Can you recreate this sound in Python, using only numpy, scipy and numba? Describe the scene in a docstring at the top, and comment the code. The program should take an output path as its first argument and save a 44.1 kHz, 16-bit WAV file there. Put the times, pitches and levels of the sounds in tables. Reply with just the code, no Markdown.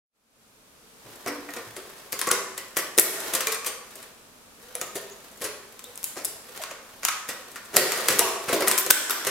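"""A tin lunchbox is lifted off a wooden table, unlatched and opened; a plastic cassette case comes out,
the lid drops and the latch snaps shut. Each contact is a short burst of chatter that rings the sheet
metal or the case. Bumped panels hum, wire loops clink, and fingers rub and squeak as they stick and slip.
A small bare room answers; the sound fades in, and a limiter ducks after the hardest snaps."""
import sys
import numpy as np
from scipy import signal
from scipy.fft import rfft, irfft, next_fast_len
from scipy.io import wavfile
from scipy.ndimage import uniform_filter1d
from numba import njit

SR = 44100
rng = np.random.default_rng(int(sys.argv[2]) if len(sys.argv) > 2 else 0)


def waveform_to_disk(signal):
    """Save audio, clipped to [-1, 1], as 16-bit WAV at the path in sys.argv[1]."""
    frames = np.transpose(np.atleast_2d(signal))
    scaled = np.clip(frames, -1, 1) * 32767
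    samples = np.round(scaled).astype(np.int16)
    wavfile.write(sys.argv[1], SR, samples)


N = 410130
TIME, RING_TIME = np.arange(N) / SR, np.arange(SR // 3) / SR
LEFT_RIGHT = np.array([[1], [-1]])


def undb(db):
    """Decibels to gain."""
    return 10 ** (np.asarray(db) / 20)


def unit(x):
    """Scale each channel to an energy of one."""
    return x / np.sqrt(np.sum(x ** 2, axis=-1, keepdims=True) + 1e-18)


def colour(x, points):
    """EQ along a curve of (Hz, dB) points."""
    hz, db = np.transpose(points)
    size = next_fast_len(N)
    bins_hz = np.maximum(np.fft.rfftfreq(size, 1 / SR), 1)
    gain = undb(np.interp(np.log(bins_hz), np.log(hz), db))
    return irfft(rfft(x, size) * gain, size)[..., :N]


def add(out, s, sound):
    """Mix a sound in at s seconds."""
    i = int(s * SR)
    out[:, i:i + sound.shape[1]] += sound[:, :max(N - i, 0)]


def fall(t, t60):
    """Exponential decay, 60 dB down after t60 seconds."""
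    return np.exp(-np.log(1000) * t / t60)


def sines(modes):
    """One decaying sine per mode."""
    return np.array([undb(db) * unit(np.sin(2 * np.pi * hz * RING_TIME) * fall(RING_TIME, t60))
                     for hz, db, t60 in modes])


def grains(count, hold, spread_db):
    """A grainy gain that jumps to a random level every `hold` samples."""
    return undb(spread_db * np.repeat(rng.standard_normal(count // hold + 1), hold)[:count])


def stereo_noise(side_db):
    """Noise that is narrow in the bass and wider in the treble."""
    mid, side = rng.standard_normal((2, N))
    return mid + LEFT_RIGHT * colour(side, [(60, side_db - 8), (300, side_db - 7), (2500, side_db)])


# The noise bed's EQ. Each row: frequency in Hz, gain in dB.
ROOM_TONE_EQ = [(12, -41), (20, 0), (177, -4.5), (222, 1), (388, -11), (422, -3), (542, -5.5), (949, -9.5),
                (1960, -18), (2390, -15.5), (16000, -24)]

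def room_tone(level_db=-50):
    """A steady bed of room tone and microphone hiss."""
    hiss = colour(stereo_noise(side_db=0.19), ROOM_TONE_EQ)
    return hiss * undb(level_db) / hiss.mean(axis=0).std()


# The room's reverb. Each row: band in Hz, t60 in seconds, wet level in dB, side against mid in dB.
REVERB_BANDS = [(152, 0.57, -4.5, -7), (420, 0.85, -2, -13), (1160, 0.87, -0.5, -7.5),
                (3920, 0.62, -0.5, -0.5), (6950, 0.7, -4.5, 1.5), (15800, 0.33, -7, -1.5)]

def reverb(x, predelay_s=0.00092, build_s=0.0014):
    """Dense echoes from near walls; the lows are narrow and the top dies first."""
    t = np.arange(SR) / SR
    hz, t60, wet_db, side_db = np.transpose(REVERB_BANDS)
    bins_hz = np.maximum(np.fft.rfftfreq(SR, 1 / SR), 1)
    band_position = np.interp(np.log(bins_hz), np.log(hz), np.arange(len(hz)))
    onset = np.clip((t - predelay_s) / build_s, 0, 1)
    noise, tail = rfft(rng.standard_normal((2, SR))), 0
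    for k in range(len(hz)):
        mid, side = irfft(noise * np.maximum(1 - np.abs(band_position - k), 0), SR)
        mid_gain, side_gain = unit(undb([0, side_db[k]]))
        envelope = undb(wet_db[k]) * unit(onset * fall(t, t60[k]))
        tail = tail + envelope * (mid_gain * mid + LEFT_RIGHT * side_gain * side)
    return signal.fftconvolve(x, tail, axes=1)[:, :N]


# Finger strokes over tin and plastic. Each row: start of the hold and its length in seconds, level in dB.
STROKES = [(1.12, 0.88, -45.5), (2.078, 0.8, -49), (3.08, 0.21, -32.5), (3.954, 0.052, -44),
           (4.66, 0.61, -48.5), (5.3, 0.46, -53), (5.909, 0.48, -48), (6.542, 0.063, -40.5),
           (6.887, 0.94, -48), (7.845, 0.37, -29.5), (8.507, 0.18, -33), (8.9, 0.45, -39.5)]

def finger_pressure(attack_s=0.15, release_t60_s=0.58):
    """The rubbing's envelope: each stroke swells, holds and dies away."""
    power = 0
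    for s, hold_s, db in STROKES:
        attack = np.clip(1 + (TIME - s) / attack_s, 0, 1)
        release = fall(np.maximum(TIME - s - hold_s, 0), release_t60_s)
        power += (undb(db) * attack * release) ** 2
    return np.sqrt(power)


# The tone of rubbing skin. Each row: frequency in Hz, gain in dB.
RUB_EQ = [(40, -24), (130, -12.5), (400, -2), (750, 1), (1200, -6.5), (3000, -7.5), (9000, -14.5),
          (16000, -11)]

def finger_rub(grain_db=3, hum_db=-19):
    """Skin sticks and slips in uneven grains, and the tin hums along."""
    roughness = grains(N, 256, grain_db)
    slip = stereo_noise(side_db=-3) * roughness
    panel_ring = unit(sines(TIN_MODES).sum(axis=0))
    hum = signal.fftconvolve(slip, panel_ring[None], axes=1)[:, :N]
    rub = colour(slip + undb(hum_db) * hum, RUB_EQ)
    return rub / rub.std() * finger_pressure()


# Rough squeaks of fingertips and plastic, and the thin whistle of the latch wire over its catch.
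# Each row: start and length in seconds, first and last pitch in Hz, level in dB.
FINGER_SQUEAKS = [(4.63, 0.1, 477, 514, -46), (5.105, 0.033, 7000, 6360, -44.5),
                  (5.838, 0.023, 3490, 4000, -41.5), (5.86, 0.057, 496, 477, -44.5),
                  (6.248, 0.013, 4670, 5360, -32.5), (6.487, 0.032, 505, 490, -40),
                  (6.595, 0.021, 783, 545, -29.5), (6.713, 0.014, 602, 522, -32)]
WIRE_WHISTLE = [(8.785, 0.03, 13800, 13950, -20)]

def squeaks(table, waver):
    """Sliding surfaces stick and slip in short glides with an unsteady pitch."""
    out = np.zeros((1, N))
    for s, length, start_hz, end_hz, db in table:
        progress = np.minimum(RING_TIME / length, 1)
        wobble = 8 * uniform_filter1d(rng.standard_normal(len(progress)), 64)
        hz = (start_hz + (end_hz - start_hz) * progress) * (1 + waver * wobble)
        swell = np.sqrt(np.abs(np.sin(np.pi * progress)))
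        tone = np.sin(2 * np.pi * np.cumsum(hz) / SR)
        add(out, s, undb(db) * swell * tone[None])
    return out


def flexed(ring, waver, grip_bend=0, step_s=0.014):
    """The grip detunes a ring, and its pitch wavers as the walls flex and loose parts shift."""
    knots = np.arange(0, RING_TIME[-1] + step_s, step_s)
    drift = np.interp(RING_TIME, knots, np.resize(rng.standard_normal(128), len(knots)))
    speed = 1 + grip_bend * rng.standard_normal() + waver * drift
    return np.interp(np.cumsum(speed) / SR, RING_TIME, ring, right=0)


def rings(table, modes, attack_s, waver):
    """Each strike sets one part ringing at its own pitch; a soft push has a slow attack."""
    out = np.zeros((1, N))
    for s, db, hz, t60 in table:
        partials = sines([(hz * ratio, level, t60 * share) for ratio, level, share in modes])
        ring = sum(flexed(partial, waver) if waver else partial for partial in partials)
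        ring *= 1 - np.exp(-(RING_TIME / attack_s) ** 2)
        add(out, s, undb(db) * ring[None] / np.abs(ring).max())
    return out


# Bright wire clinks. Each row: start in seconds, level in dB, pitch in Hz, t60 in seconds.
CLINKS = [(2.289, -13, 7200, 0.009), (2.314, -9, 6060, 0.006), (2.997, -29, 9600, 0.3),
          (3.661, -27, 8580, 0.19), (4.753, -13.5, 10300, 0.0029), (4.813, -22, 6800, 0.012),
          (7.768, -3, 8600, 0.004)]
# A wire loop's partials. Each row: multiple of the pitch, level in dB, share of the t60.
LOOP_PARTIALS = [(0.7, -6, 0.7), (1, 7.5, 1), (1.62, -4, 0.8)]

def wire_clinks():
    """The wire handle and the latch loop clink against their brackets."""
    return rings(CLINKS, LOOP_PARTIALS, attack_s=0.00053, waver=0)


# Soft bumps on the box. Each row: start in seconds, level in dB, pitch in Hz, t60 in seconds.
BUMPS = [(1.06, -40.5, 113, 0.25), (1.275, -27.5, 288.2, 0.79), (1.67, -39.5, 115, 0.16),
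         (1.775, -31.5, 398, 0.14), (2.27, -16, 1098, 0.06), (2.3, -19.5, 1396, 0.04),
         (2.314, -26, 395, 0.25), (2.766, -25.5, 1933, 0.1), (2.983, -12.5, 420, 0.056),
         (3.35, -24, 505, 0.19), (3.468, -23, 457, 0.13), (3.471, -19.5, 2320, 0.063),
         (3.66, -26.5, 490.5, 0.22), (4.748, -28, 510, 0.22), (4.955, -23.5, 394, 0.14),
         (7.768, -13, 371.6, 0.37), (8.195, -18.5, 378, 0.44), (8.205, -14, 678, 0.23),
         (8.21, -15, 933, 0.11), (8.24, -22, 1092, 0.28), (8.526, -17.5, 657, 0.2),
         (8.54, -23, 319.5, 0.41), (8.62, -17, 384.6, 0.28), (9.268, -23, 396, 0.14)]
# A panel flexing as a whole. Each row: multiple of the pitch, level in dB, share of the t60.
PANEL_PARTIALS = [(1, 5, 1), (1.24, -6, 0.97), (1.72, -9, 0.8)]

def panel_bumps():
    """Palms and the table bump the box; the grip sets a panel's pitch and how long it rings."""
    return rings(BUMPS, PANEL_PARTIALS, attack_s=0.0035, waver=0.033)


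def chatter(ms, rise=0.2, grain_db=3):
    """The force of one contact builds quickly, then dies away in uneven micro-impacts."""
    age = 1000 * RING_TIME / max(ms, 0.3)
    return (1 - np.exp(-age / rise)) * np.exp(-age) * grains(len(age), 64, grain_db) + 1e-12


def whitened(burst):
    """Flatten a burst's spectrum, so that it sets no single note ringing."""
    spectrum = rfft(burst, 32768)
    return unit(irfft(spectrum / (np.abs(spectrum) + 1e-12))[:len(burst)])


def tinted(x, spread_db=2.5, points=16):
    """Every spot that is struck favours other parts of the treble: a random minimum-phase EQ."""
    size = x.shape[-1]
    hz = np.geomspace(BAND_EDGES_HZ[2], BAND_EDGES_HZ[-1], points)
    db = np.append(0, spread_db * rng.standard_normal(points - 1))
    gain = undb(np.interp(np.fft.rfftfreq(size, 1 / SR), hz, db))
    cepstrum = irfft(np.log(gain), size)
    cepstrum[1:] *= 2
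    return irfft(rfft(x) * np.exp(rfft(cepstrum[:size // 2], size)), size)


def grazed(hits, lead_s=0.005, graze_ms=2.2, graze_db=-17.5):
    """An edge grazes lightly just before each hit lands."""
    return [row for s, ms, db, *body in hits
            for row in ((s - lead_s, graze_ms, db + graze_db, *body), (s, ms, db, *body))]


# The edges in Hz of a hit's four bands: thump, clank, lower click, upper click.
BAND_EDGES_HZ = [280, 750, 2500, 7000, 16500]

def contacts(hits, modes, *, ring_db, waver, crack_t60_s, crack_db, thud_db,
             bright_db, dulling, side_db, pan_db, scatter_ms, send_db):
    """Chatter rings a few low modes and a crack of short high ones. Returns left, right, reverb send."""
    direct, send, partials = np.zeros((2, N)), np.zeros((1, N)), sines(modes)
    bands = [signal.butter(3, edges, "band", fs=SR, output="sos")
             for edges in zip(BAND_EDGES_HZ, BAND_EDGES_HZ[1:])]
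    treble = signal.butter(1, 2500, "high", fs=SR, output="sos")
    bass = signal.butter(1, [120, 290], "band", fs=SR, output="sos")
    soften = signal.butter(1, 9000, fs=SR, output="sos")
    pan = np.vstack([undb(LEFT_RIGHT * pan_db / 2), [1]])
    for s, chatter_ms, db, thump_db, clank_db in hits:
        hiss, side_noise, mid_noise, wall_noise, thud_noise = rng.standard_normal((5, len(RING_TIME)))
        force = chatter(chatter_ms)
        build = np.cumsum(force) / force.sum()
        # the spot that is struck decides how strongly each mode answers
        tones = flexed(rng.standard_normal(len(partials)) @ partials, waver, grip_bend=0.025)
        ring = undb(ring_db) * unit(tones * build)
        crack = undb(crack_db) * unit(signal.sosfilt(soften, hiss) * fall(RING_TIME, crack_t60_s) * build)
        # the panels throw their treble differently towards each microphone and the walls
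        side = undb(side_db) * signal.sosfilt(treble, unit(side_noise * force))
        stereo = unit(mid_noise * force) + LEFT_RIGHT * side
        scattered = unit(wall_noise * chatter(chatter_ms + scatter_ms))
        paths = tinted(np.vstack([stereo + crack, whitened(scattered + crack)])) + ring
        # the broader the touch, the more it clanks and the duller its click
        lower_click, upper_click = np.sqrt(2) * unit(undb([0, bright_db - dulling * clank_db]))
        gains = [undb(thump_db), undb(clank_db), lower_click * pan, upper_click * pan]
        hit = sum(gain * unit(signal.sosfilt(band, paths)) for gain, band in zip(gains, bands))
        # the whole object is shoved as well, which gives a dull thud
        thud = unit(signal.sosfilt(bass, thud_noise * fall(RING_TIME, 0.11)))
        hit += undb(thump_db + thud_db) * thud
        hit *= np.sqrt(SR / 100) * undb(db)  # level as if the energy were spread over 10 ms
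        add(direct, s, hit[:2])
        add(send, s, undb(send_db) * hit[2:])
    return np.vstack([direct, send])


# Hits on the plastic case. Each row: start in seconds, chatter in ms, click level in dB,
# thump and clank in dB against the click.
CASE_HITS = [(5.792, 1.6, -42.5, -14, -5), (5.841, 1.4, -41.5, -7, -15), (5.957, 0.55, -43, -18, -22),
             (5.976, 0.92, -38, -31, -14), (6.03, 0.44, -38, -15, -14), (6.042, 0.23, -24.5, -36, -22),
             (6.163, 27, -35, 6, 1.5), (6.247, 2.2, -27.5, -24, -18.5), (6.252, 0.81, -27, -35, -36),
             (6.257, 0.44, -36, -33, -20), (6.575, 2.5, -39, -6, -4), (6.615, 11, -36, -10, -2),
             (6.637, 0.67, -34.5, -19, 2), (6.706, 12, -39.5, -1, 4), (7.03, 12, -34, -4, 3),
             (7.05, 1.4, -19.5, -20, -6), (7.083, 3.7, -25, -19, 3.5)]
# The case's shell. Each row: frequency in Hz, level in dB, t60 in seconds.
CASE_MODES = [(538, 6, 0.021), (1015, 1, 0.026), (1223, 5, 0.024), (2180, 0, 0.013), (3900, 4, 0.007)]

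def cassette_case():
    """The plastic shell clacks as it is handled, with hardly any ring."""
    return contacts(grazed(CASE_HITS), CASE_MODES, ring_db=-15, waver=0.039,
                    crack_t60_s=0.052, crack_db=-7.5, thud_db=-11, bright_db=-2.3, dulling=0.59,
                    side_db=-1.5, pan_db=2.5, scatter_ms=10.6, send_db=0.5)


# The latch closing. Each row: start in seconds, chatter in ms, click level in dB,
# thump and clank in dB against the click.
LATCH_HITS = [(8.898, 5.2, -30.5, 6, 2), (8.904, 2.6, -11.5, -15, -3.5), (8.908, 2.4, 0.5, -13, -7.5),
              (9.097, 1.7, -22, -7, 1), (9.104, 9.3, -15, -11.5, -5.5)]
# The latch plate and the wall that carries it. Each row: frequency in Hz, level in dB, t60 in seconds.
LATCH_MODES = [(399, -12.5, 0.094), (1180, 5.5, 0.007), (1477, 8.5, 0.0073), (5600, 11, 0.008)]

def latch_snap():
    """The latch is pressed home, snaps over its catch and settles."""
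    return contacts(LATCH_HITS, LATCH_MODES, ring_db=-10, waver=0.03,
                    crack_t60_s=0.083, crack_db=-12.5, thud_db=-14, bright_db=-0.16, dulling=0.86,
                    side_db=-4, pan_db=3, scatter_ms=3.6, send_db=1)


def loose_ticks(per_s=6, level_db=-6.5, spread_db=8, chatter_ms=4, thump_db=-0.5, clank_db=-9.5):
    """Rows of faint hits: loose parts tick at random, as strongly as the fingers press."""
    when, chance, size = rng.random((80, 3)).T
    starts = (when * N).astype(int)
    levels = 20 * np.log10(finger_pressure()[starts] + 1e-9) + level_db + spread_db * (2 * size - 1)
    heard = chance < per_s * N / SR / len(starts)
    return [(i / SR, chatter_ms, db, thump_db, clank_db) for i, db in zip(starts[heard], levels[heard])]


# Hits on the tin, its lid, handle and latch. Each row: start in seconds, chatter in ms,
# click level in dB, thump and clank in dB against the click.
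TIN_HITS = [(1.055, 28, -62, 21, 8), (1.261, 2.2, -39, 15, 7.5), (1.272, 10.5, -31.5, 5.5, 4.5),
            (1.489, 1.7, -54.5, 17.5, 19), (1.537, 1.3, -39, -2, 0), (1.563, 6.2, -38, 8.5, 4.5),
            (1.763, 6.4, -37.5, 2, -1), (2.123, 0.83, -32, -26, -11), (2.128, 1.47, -28, -2.5, -3.5),
            (2.191, 2.7, -29, -12, -5.5), (2.214, 1.7, -25, -10, -1), (2.269, 9.3, -28, 4.5, 0),
            (2.31, 5.1, -24, -1.5, 3), (2.314, 2.2, -18.5, -6, -7.5), (2.577, 4.4, -31.5, -8, -3),
            (2.766, 4.6, -25, 0.5, 1), (2.773, 1.1, -23, -20, -20), (2.785, 7, -30, 0, -1),
            (2.978, 1.5, -20.5, 4, -9), (2.985, 0.9, -8.5, -1.5, -4), (2.996, 1.9, -3.5, -24, -33),
            (3.335, 5.9, -24, -2.5, -5), (3.35, 3.2, -21.5, -10, -5), (3.405, 5.2, -25, -18, -2),
            (3.47, 2.4, -23, -6.5, -2), (3.518, 8.6, -25.5, -10, -3.5), (3.545, 2.6, -32, -9, -8),
            (3.646, 2.1, -35.5, -14, 0), (3.66, 11.6, -24.5, -10.5, -5), (4.027, 3, -44.5, -9, -3),
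            (4.752, 1.5, -34, -4, -4), (4.813, 3, -29.5, -1.5, -1.5), (4.952, 12, -30.5, 1, -4),
            (5.411, 23, -30.5, 2, -2), (5.44, 15, -28, 0.5, -3), (7.286, 13, -29, -0.5, -0.5),
            (7.557, 7.2, -38.5, -10, 4.5), (7.737, 32, -30.5, 9.5, 1.5), (7.767, 1.35, -4.5, -2, -5),
            (7.92, 0.61, -23, -16, -1), (8.084, 3.2, -16, -5, -2.5), (8.1, 15, -24.5, 3.5, 1),
            (8.192, 1.3, -10, -5.5, -8), (8.482, 25, -27.5, 7, 5.5), (8.526, 14, -22, 7.5, -2),
            (8.606, 4.1, -29, 6, 1), (8.621, 2.9, -28.5, 4, 5.5), (8.672, 4.6, -25, -4, 4.5),
            (8.68, 3.6, -16.5, -9, -20), (8.712, 5, -19.5, -10, -2), (8.777, 4, -20.5, -25, -4.5),
            (8.785, 1.3, -22, -23, -36), (8.863, 1.6, -28, 0.5, -5), (9.249, 1.2, -31, -2, 1),
            (9.268, 5.9, -22.5, 0, -1)]
# The tin's panels. Each row: frequency in Hz, level in dB, t60 in seconds.
TIN_MODES = [(292.7, -15, 0.21), (362, -4, 0.091), (403, 3, 0.11), (493.5, 5, 0.078), (558.7, -7, 0.24),
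             (687.7, 1.5, 0.074), (954, -6.5, 0.23), (1063, 1, 0.13), (1194, 2.5, 0.042), (1439, -2, 0.05),
             (1640, -6, 0.019), (1848, 6, 0.056), (1982, 3.5, 0.038), (2310, -0.5, 0.035)]

def tin_lunchbox():
    """Knocks, grazes and ticks ring the sheet metal."""
    return contacts(grazed(TIN_HITS) + loose_ticks(), TIN_MODES, ring_db=-9.5, waver=0.04,
                    crack_t60_s=0.1, crack_db=-5, thud_db=-10.5, bright_db=0.16, dulling=0.46,
                    side_db=-4.5, pan_db=3, scatter_ms=5.4, send_db=0.6)


def scene():
    """Tin, case and fingers in the room."""
    clatter = tin_lunchbox() + cassette_case() + latch_snap()
    clatter += squeaks(FINGER_SQUEAKS, waver=0.049) + squeaks(WIRE_WHISTLE, waver=0.004)
    clatter += panel_bumps() + wire_clinks()
    rub = finger_rub()
    direct, send = clatter[:2] + rub, clatter[2:] + rub
    # as the box is turned about, its sound takes other paths round the room
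    angle = 2 * np.pi * TIME / 3.1
    return direct + reverb(send * np.cos(angle)) + reverb(send * np.sin(angle)) + room_tone()


@njit
def limiter(peak, threshold, attack, release_db_per_s):
    """Gain reduction in dB: it grows while the output is over the threshold and recovers steadily."""
    cut_db, now_db = np.empty(len(peak)), 0.
    for i in range(len(peak)):
        over = min(peak[i] * 10 ** (-now_db / 20), 2.) - threshold
        now_db = max(now_db + attack * max(over, 0.) - release_db_per_s / SR, 0.)
        cut_db[i] = now_db
    return cut_db


# The microphone's colour. Each row: frequency in Hz, gain in dB.
MIC_EQ = [(30, -8.5), (400, -1), (800, -3.5), (1300, 2.5), (3000, -0.5), (6000, 1.5), (9000, 3),
          (13500, 1.5), (16000, -6.5)]
# The fade-in. Each row: time in seconds, gain in dB.
FADE_IN = [(0, -70), (.11, -49), (.16, -26), (.3, -17.5), (.42, -10), (1.0, -3)]

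def record(dry):
    """Microphone colour, fade-in, a limiter that lets the first instant through, a clip and a top cut."""
    x = colour(dry, MIC_EQ) * undb(np.interp(TIME, *np.transpose(FADE_IN)))
    cut_db = limiter(np.abs(x).max(axis=0), threshold=0.31, attack=0.2, release_db_per_s=38.5)
    top_cut = signal.ellip(8, 0.2, 70, 15800, fs=SR, output="sos")
    return signal.sosfilt(top_cut, np.clip(x * undb(-cut_db), -1, 1))


dry = scene()
out = record(dry)
waveform_to_disk(out)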